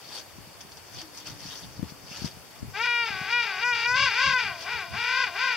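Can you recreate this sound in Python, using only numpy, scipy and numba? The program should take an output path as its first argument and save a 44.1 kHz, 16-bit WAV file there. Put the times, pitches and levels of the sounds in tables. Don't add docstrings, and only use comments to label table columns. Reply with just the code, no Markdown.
import sys
import numpy as np
from scipy import signal
from scipy.io import wavfile
from scipy.ndimage import uniform_filter1d
from numba import njit

SR = 44100
rng = np.random.default_rng(int(sys.argv[2]) if len(sys.argv) > 2 else 0)


def int16_out(signal):
    q = np.round(np.clip(np.atleast_2d(signal).T, -1, 1) * 32767)
    wavfile.write(sys.argv[1], SR, q.astype(np.int16))


N = 245195
TIME = np.arange(N) / SR

# f/Hz, likeness (1 same, 0 unrelated, -1 opposite)
AIR_LIKENESS = [(100, 0.11), (300, 0.24), (700, 0.49), (3000, 0.33), (5000, -0.16), (7500, 0.062),
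                (15000, -0.12)]


def from_db(db):
    return 10 ** (np.asarray(db) / 20)


def rms_one(x):
    return x / np.sqrt(np.mean(x ** 2) + 1e-20)


def at_hz(points, hz):
    frequencies, values = np.transpose(points)
    return np.interp(np.log(hz), np.log(frequencies), values)


def pan(db):
    gains = from_db(np.array([[db], [-db]]) / 2)
    return gains / gains.mean()


def ease(start, length):
    return .5 - .5 * np.cos(np.pi * np.clip((TIME - start) / length, 0, 1))


def swell(peak, rise, fall):
    age = TIME - peak
    return np.exp(-np.minimum((age / np.where(age < 0, rise, fall)) ** 2, 20))


def drift(rate):
    r = np.exp(-40 * np.pi * rate / SR)
    noise = rng.standard_normal(N // 20 + 2002)
    slow = signal.lfilter([1], [1, -2 * r, r * r], noise)[2000:]
    return np.interp(np.arange(N) / 20, np.arange(len(slow)), rms_one(slow))


def cut(x, hz, kind, order=2):
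    sections = signal.butter(order, np.clip(hz, 10, .45 * SR), kind, fs=SR, output="sos")
    return signal.sosfilt(sections, x)


def resonate(x, hz, width):
    r = np.exp(-np.pi * width / SR)
    feedback = [1, -2 * r * np.cos(2 * np.pi * hz / SR), r * r]
    return signal.lfilter(np.array([1, 0, -1]) * (1 - r * r) / 2, feedback, x + 1e-18)


def banded_noise(spectrum, likeness, flicker_db):
    # f/Hz, left over right/dB
    balance = [(60, 2.5), (700, 1.5), (2400, 3.5), (5000, 4), (8000, -1), (15000, 1)]
    bottom, top = spectrum[0][0], spectrum[-1][0]
    edges = np.geomspace(bottom, top, round(3 * np.log2(top / bottom)) + 1)
    out, white = 0, rng.standard_normal((2, 2, N))
    for k, (low, high) in enumerate(zip(edges, edges[1:])):
        mid, side = cut(white[k % 2], [low, high], "band")
        hz = np.sqrt(low * high)
        alike = at_hz(likeness, hz)
        gain = from_db(at_hz(spectrum, hz) + flicker_db * drift(16.2)) * pan(at_hz(balance, hz))
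        out = out + gain * (np.sqrt(1 + alike) * mid + np.sqrt(1 - alike) * side * [[1], [-1]])
    return rms_one(out)


def breeze():
    # f/Hz, relative level/dB
    spectrum = [(88, -22), (150, -5.5), (308, -8.5), (361, -4), (512, -6), (756, -6.5), (833, -5.5),
                (1120, -9), (1850, -11.5), (2300, -11.5), (3520, -16), (4200, -12.5), (5850, -16.5),
                (9340, -19), (15800, -19.5)]
    return from_db(-49) * banded_noise(spectrum, AIR_LIKENESS, flicker_db=1.07)


def far_hoot(waver=0.017, fade_s=0.035):
    # t/s, pitch/Hz, level/dB
    course = [(0.99, 338, -67), (1.04, 315, -47.5), (1.12, 292.5, -71), (1.22, 303, -58),
              (1.33, 292.3, -58.5), (1.55, 273, -62.5), (1.75, 295, -60.5), (2.05, 275, -63.5),
              (2.15, 263, -75)]
    times, pitches, levels = np.transpose(course)
    pitch = np.interp(TIME, times, pitches) * (1 + waver * drift(25))
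    level = from_db(np.interp(TIME, times, levels))
    fade_in = np.clip((TIME - times[0]) / fade_s, 0, 1)
    fade_out = np.clip((times[-1] - TIME) / fade_s + 1, 0, 1)
    return level * fade_in * fade_out * np.sqrt(2) * np.sin(2 * np.pi * np.cumsum(pitch) / SR)


def wind_rumble(lull_db=-59, lumpy_db=1.0):
    # f/Hz, relative level/dB
    spectrum = [(30, -34), (50, -4), (80, 7), (130, 7), (190, -2.5), (280, -11), (450, -48), (900, -45),
                (3000, -80)]
    # t/s, level/dB
    gusts = [(.38, -53.5), (.96, -53), (1.32, -47), (1.47, -49.5), (1.67, -50), (1.81, -43.5), (2.04, -55),
             (2.22, -45), (2.37, -55), (2.64, -38.5), (2.88, -63), (3.13, -45.5), (3.362, -59), (3.75, -59),
             (3.92, -44), (4.02, -44.5), (4.28, -41), (4.47, -47), (4.74, -48.5), (4.94, -43.5),
             (5.25, -59)]
    level = from_db(lull_db) + sum(from_db(db) * swell(s, rise=0.037, fall=0.059) for s, db in gusts)
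    lumps = rms_one(from_db(lumpy_db * drift(14)))
    return level * lumps * banded_noise(spectrum, AIR_LIKENESS, flicker_db=3.0)


def wind_puffs(boost_db=2.0, push_s=0.00099, wake_s=0.017):
    # t/s, relative peak level/dB, left over right/dB
    puffs = [(0.381, -40.5, 20), (0.47, -44, 0.5), (0.647, -46, -16), (0.96, -68, 14), (1.302, -41.5, -14),
             (1.452, -39, 17), (1.792, -30.5, 22), (1.826, -22, 15), (1.919, -37.5, 19),
             (2.111, -38.5, -10), (2.217, -32, 24), (2.242, -24, 23), (2.255, -30, 1), (2.368, -43.5, 1.5),
             (2.626, -30, 28), (3.102, -36.5, 10), (3.212, -34, 10), (3.948, -45, 6), (4.0, -39, 10),
             (4.268, -37, 11), (4.329, -40, 7), (4.454, -45, -21), (4.943, -45, -14)]
    out = 0
    for s, db, side_db in puffs:
        age = TIME - s - .003
        push = -np.exp(-.5 * (age / push_s) ** 2)
        wake = 0.16 * drift(140) * (age > 0) * np.exp(-abs(age) / wake_s)
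        bump = cut(push + wake + 1e-18, 125, "high", order=3)
        out = out + from_db(db + boost_db) * bump / abs(bump).max() * pan(side_db)
    return out


def jacket(rest_db=-56, rub_db=1.2, grain_db=2.0, crease_db=-15, crease_s=0.0097):
    # f/Hz, relative level/dB
    spectrum = [(250, -3.5), (400, -5.5), (720, -3.5), (1200, -5), (2000, -5.5), (3400, -0.5), (4100, 6),
                (4700, -0.5), (5600, 2), (7000, -13), (10000, -12), (15500, -23)]
    # f/Hz, likeness (-1 to 1)
    likeness = [(300, 0.59), (1400, 0.99), (5000, 0.16), (7500, -0.15), (15000, -0.38)]
    # fastest at t/s, swell/s, fade/s, relative level/dB
    strokes = [(.04, .04, .05, -53.5), (.18, 0.061, 0.032, -38), (1.0, 0.081, .025, -45),
               (1.17, 0.031, 0.066, -50), (1.27, 0.014, .045, -41), (1.525, .12, 0.12, -43),
               (1.89, .025, .025, -53), (2.15, 0.053, 0.12, -42), (2.26, 0.015, 0.03, -42),
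               (4.63, 0.034, 0.036, -43.5)]
    # t/s, relative peak level/dB
    creases = [(0.0744, -45), (0.607, -27.5), (0.7178, -31.5), (0.771, -28), (1.0156, -24), (1.175, -28.5),
               (1.6444, -38), (2.2475, -37)]
    rub = sum(from_db(db + rub_db) * swell(s, rise, fall) for s, rise, fall, db in strokes)
    rub = rub + from_db(rest_db)
    catching = rms_one(from_db(grain_db * drift(410)))
    snaps = sum(from_db(db + crease_db) * (TIME > s) * np.exp(-abs(TIME - s) / crease_s)
                for s, db in creases)
    return (rub * catching + snaps) * banded_noise(spectrum, likeness, flicker_db=3.0)


def shore_echoes(x, die_away_s=0.14, count=40):
    out = np.zeros((2, N))
    dull = cut(x, 4500, "low")
    delays = rng.uniform(0.00223, .2, count)
    for k, (delay, size) in enumerate(zip(delays, rng.standard_normal(count))):
        lag = int(delay * SR) + 1
        out[k % 2, lag:] += size * from_db(-60 * delay / die_away_s) * dull[:-lag]
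    return rms_one(out) * np.std(x)


def mic_all_round(x):
    return x - resonate(x, hz=4080, width=520) + 0.51 * resonate(x, hz=4650, width=700)


def mic_from_one_side(x):
    left = np.roll(x, 1)
    right = x - 2 * resonate(x, hz=4700, width=200)
    return np.array([left, right]) * pan(5.6)


def syllables(slack_hz=363.4, blend_s=0.07):
    # start t/s, rise/s, hold/s, fall/s, pitch after rise/Hz, pitch before fall/Hz,
    # pitch after fall/Hz, detune/Hz, accent on the hold/dB, accent after the fall/dB
    song = [(2.701, 0.15, 0.14, 0.19, 481, 472.9, 394.6, 35.04, -0.3, -1.5),
            (3.255, 0.08, .027, 0.2, 477.8, 483, 391.8, 40.77, 0.9, .1),
            (3.57, .087, .03, .102, 486.9, 489.7, 447.4, 43, -0.5, 1.6),
            (3.814, .058, 0.051, 0.021, 481.5, 497.7, 495.6, 32.07, -0.3, -0.3),
            (3.925, .06, .046, .1, 541, 558.9, 414.5, 43.93, -0.2, 3.5),
            (4.099, .165, .052, .3, 549, 515.7, 307.2, 39.97, 0, 2.7),
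            (4.629, .087, .004, .2, 454.3, 463.8, 309, 45.05, -2.5, 0.5),
            (4.893, .11, .209, 0.11, 453.5, 518.2, 324.7, 37.11, -0.6, 2.5),
            (5.319, .11, .008, .21, 499, 513.6, 402.2, 35.4, -1.1, 1.5)]
    pitch, detune, accent_db = slack_hz, 0, 0
    from_hz, from_detune, from_accent = slack_hz, 0, 0
    for start, rise, hold, fall, first_hz, last_hz, end_hz, detune_hz, hold_db, end_db in song:
        rising, falling = ease(start, rise), ease(start + rise + hold, fall)
        gliding = np.clip((TIME - start - rise) / hold, 0, 1)
        pitch = pitch + (first_hz - from_hz) * rising + (last_hz - first_hz) * gliding
        pitch = pitch + (end_hz - last_hz) * falling
        accent_db = accent_db + (hold_db - from_accent) * rising + (end_db - hold_db) * falling
        detune = detune + (detune_hz - from_detune) * ease(start - blend_s / 2, blend_s)
        from_hz, from_detune, from_accent = end_hz, detune_hz, end_db
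    return pitch, detune, accent_db


def phrase(clear_db=1.3, lead_s=.005):
    # start t/s, end t/s, remaining detune/Hz
    clear_notes = [(2.7, 2.801, 6), (2.881, 3.026, 5), (3.324, 3.387, 3.5), (3.636, 3.71, 4),
                   (3.853, 3.918, 5), (4.35, 4.352, 26)]
    # pitch/Hz, base level/dB
    loudness = [(300, -47), (360, -36), (400, -31.5), (445, -29.5), (480, -25.5), (520, -23), (560, -21)]
    draw_in_s, draw_apart_s = 0.0224, .06
    pitch, detune, accent_db = syllables()
    clear = 0
    for start, end, remaining_hz in clear_notes:
        note = ease(start - draw_in_s, draw_in_s) - ease(end, draw_apart_s)
        detune = detune + note * (remaining_hz - detune)
        clear = clear + note
    detune = detune + (1 - clear) * lead_s * np.maximum(np.gradient(pitch) * SR, 0)
    level_db = at_hz(loudness, pitch) + accent_db + clear_db * clear
    return pitch, detune, level_db, clear


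@njit
def phase_slip(detune, pull):
    slip = np.zeros(len(detune))
    for i in range(1, len(slip)):
        slip[i] = slip[i - 1] + detune[i] - pull[i] * np.sin(slip[i - 1])
    return slip


def syrinx(pitch, detune, level_db, clear, grip_hz=10, taut_hz=455, jitter=.0035, rattle_jitter=.011):
    step = 2 * np.pi / SR
    pull_hz = 22 * (pitch / 520) ** 3 + grip_hz * clear
    slip = phase_slip(step * detune * (1 + 0.102 * drift(59.5)), step * pull_hz)
    apart = np.clip(detune / pull_hz - 1, 0, 1)
    slack = np.clip((taut_hz - pitch) / 30, 0, 1.3)
    rattle = np.maximum(apart * (420 / pitch) ** 2.4, slack)
    db_per_octave = 3.0 + 0.41 * (level_db - level_db.max()) - 1.44 * (1 - apart)
    wobble = (jitter + rattle_jitter * rattle) * rms_one(np.gradient(drift(90)))
    shared_phase = step * np.cumsum(pitch * (1 + wobble))
    source = 0
    for side, side_db in ((-1, 0.039), (0.99, 1.0)):
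        phase = shared_phase + side * slip / 2
        pulses = sum(from_db(db_per_octave * np.log2(k)) * np.cos(k * phase) for k in np.arange(1, 21))
        strength = 1 + 0.0069 * np.cos(phase / 2) + 0.14 * rattle * drift(120)
        strength = strength * (1 + 0.041 * apart * side * np.sin(slip))
        opening = 1 + np.cos(phase)
        hiss = (1.24 + rattle) * opening * cut(rng.standard_normal(N), 3600, "high")
        source = source + from_db(side_db) * (pulses * strength + hiss)
    return source


def throat(source):
    # f/Hz, width/Hz, relative level/dB
    resonances = [(382, 130, -19.5), (686, 73, -2), (1051, 109, 2.5), (1316, 226, 1), (1548, 123.4, 7.5),
                  (1977, 260, 0), (2390, 102, 5), (2811, 124, -2), (3320, 445, -9.5), (3826, 126, -9.5),
                  (4113, 60, -11), (4630, 98, -6), (4870, 227, -10.5), (5280, 183, -7.5), (5283, 102, -10),
                  (5810, 920, -21.5)]
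    # f/Hz, width/Hz, depth (0-1)
    dips = [(1259, 248, 0.8), (1719, 205, 0.98), (2150, 107, 1), (3044, 57, 1), (4040, 104, 0.9)]
    voice = sum((-1) ** k * from_db(db) * resonate(source, hz, width)
                for k, (hz, width, db) in enumerate(resonances))
    for hz, width, depth in dips:
        voice = voice - depth * resonate(voice, hz, width)
    voice = cut(voice, 7800, "low", order=6)
    return cut(voice, 300, "high")


def penguin(start_s=2.735, attack_s=.055):
    pitch, detune, level_db, clear = phrase()
    voice = throat(syrinx(pitch, detune, level_db, clear))
    power = uniform_filter1d(uniform_filter1d(voice ** 2, size=1300), size=1300)
    fade_in = np.sqrt(np.clip((TIME - start_s) / attack_s, 0, 1))
    return voice / np.sqrt(power + 1e-12) * from_db(level_db) * fade_in


def scene(echo_db=-21):
    call = penguin()
    around = breeze() + jacket() + from_db(echo_db) * shore_echoes(call)
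    background = mic_all_round(around) + far_hoot() * pan(3.0) + wind_rumble() + wind_puffs()
    return background + mic_from_one_side(call)


def record(dry, cutoff_hz=15750):
    return signal.sosfilt(signal.ellip(12, .1, 80, cutoff_hz, fs=SR, output="sos"), dry)


dry = scene()
out = record(dry)
int16_out(out)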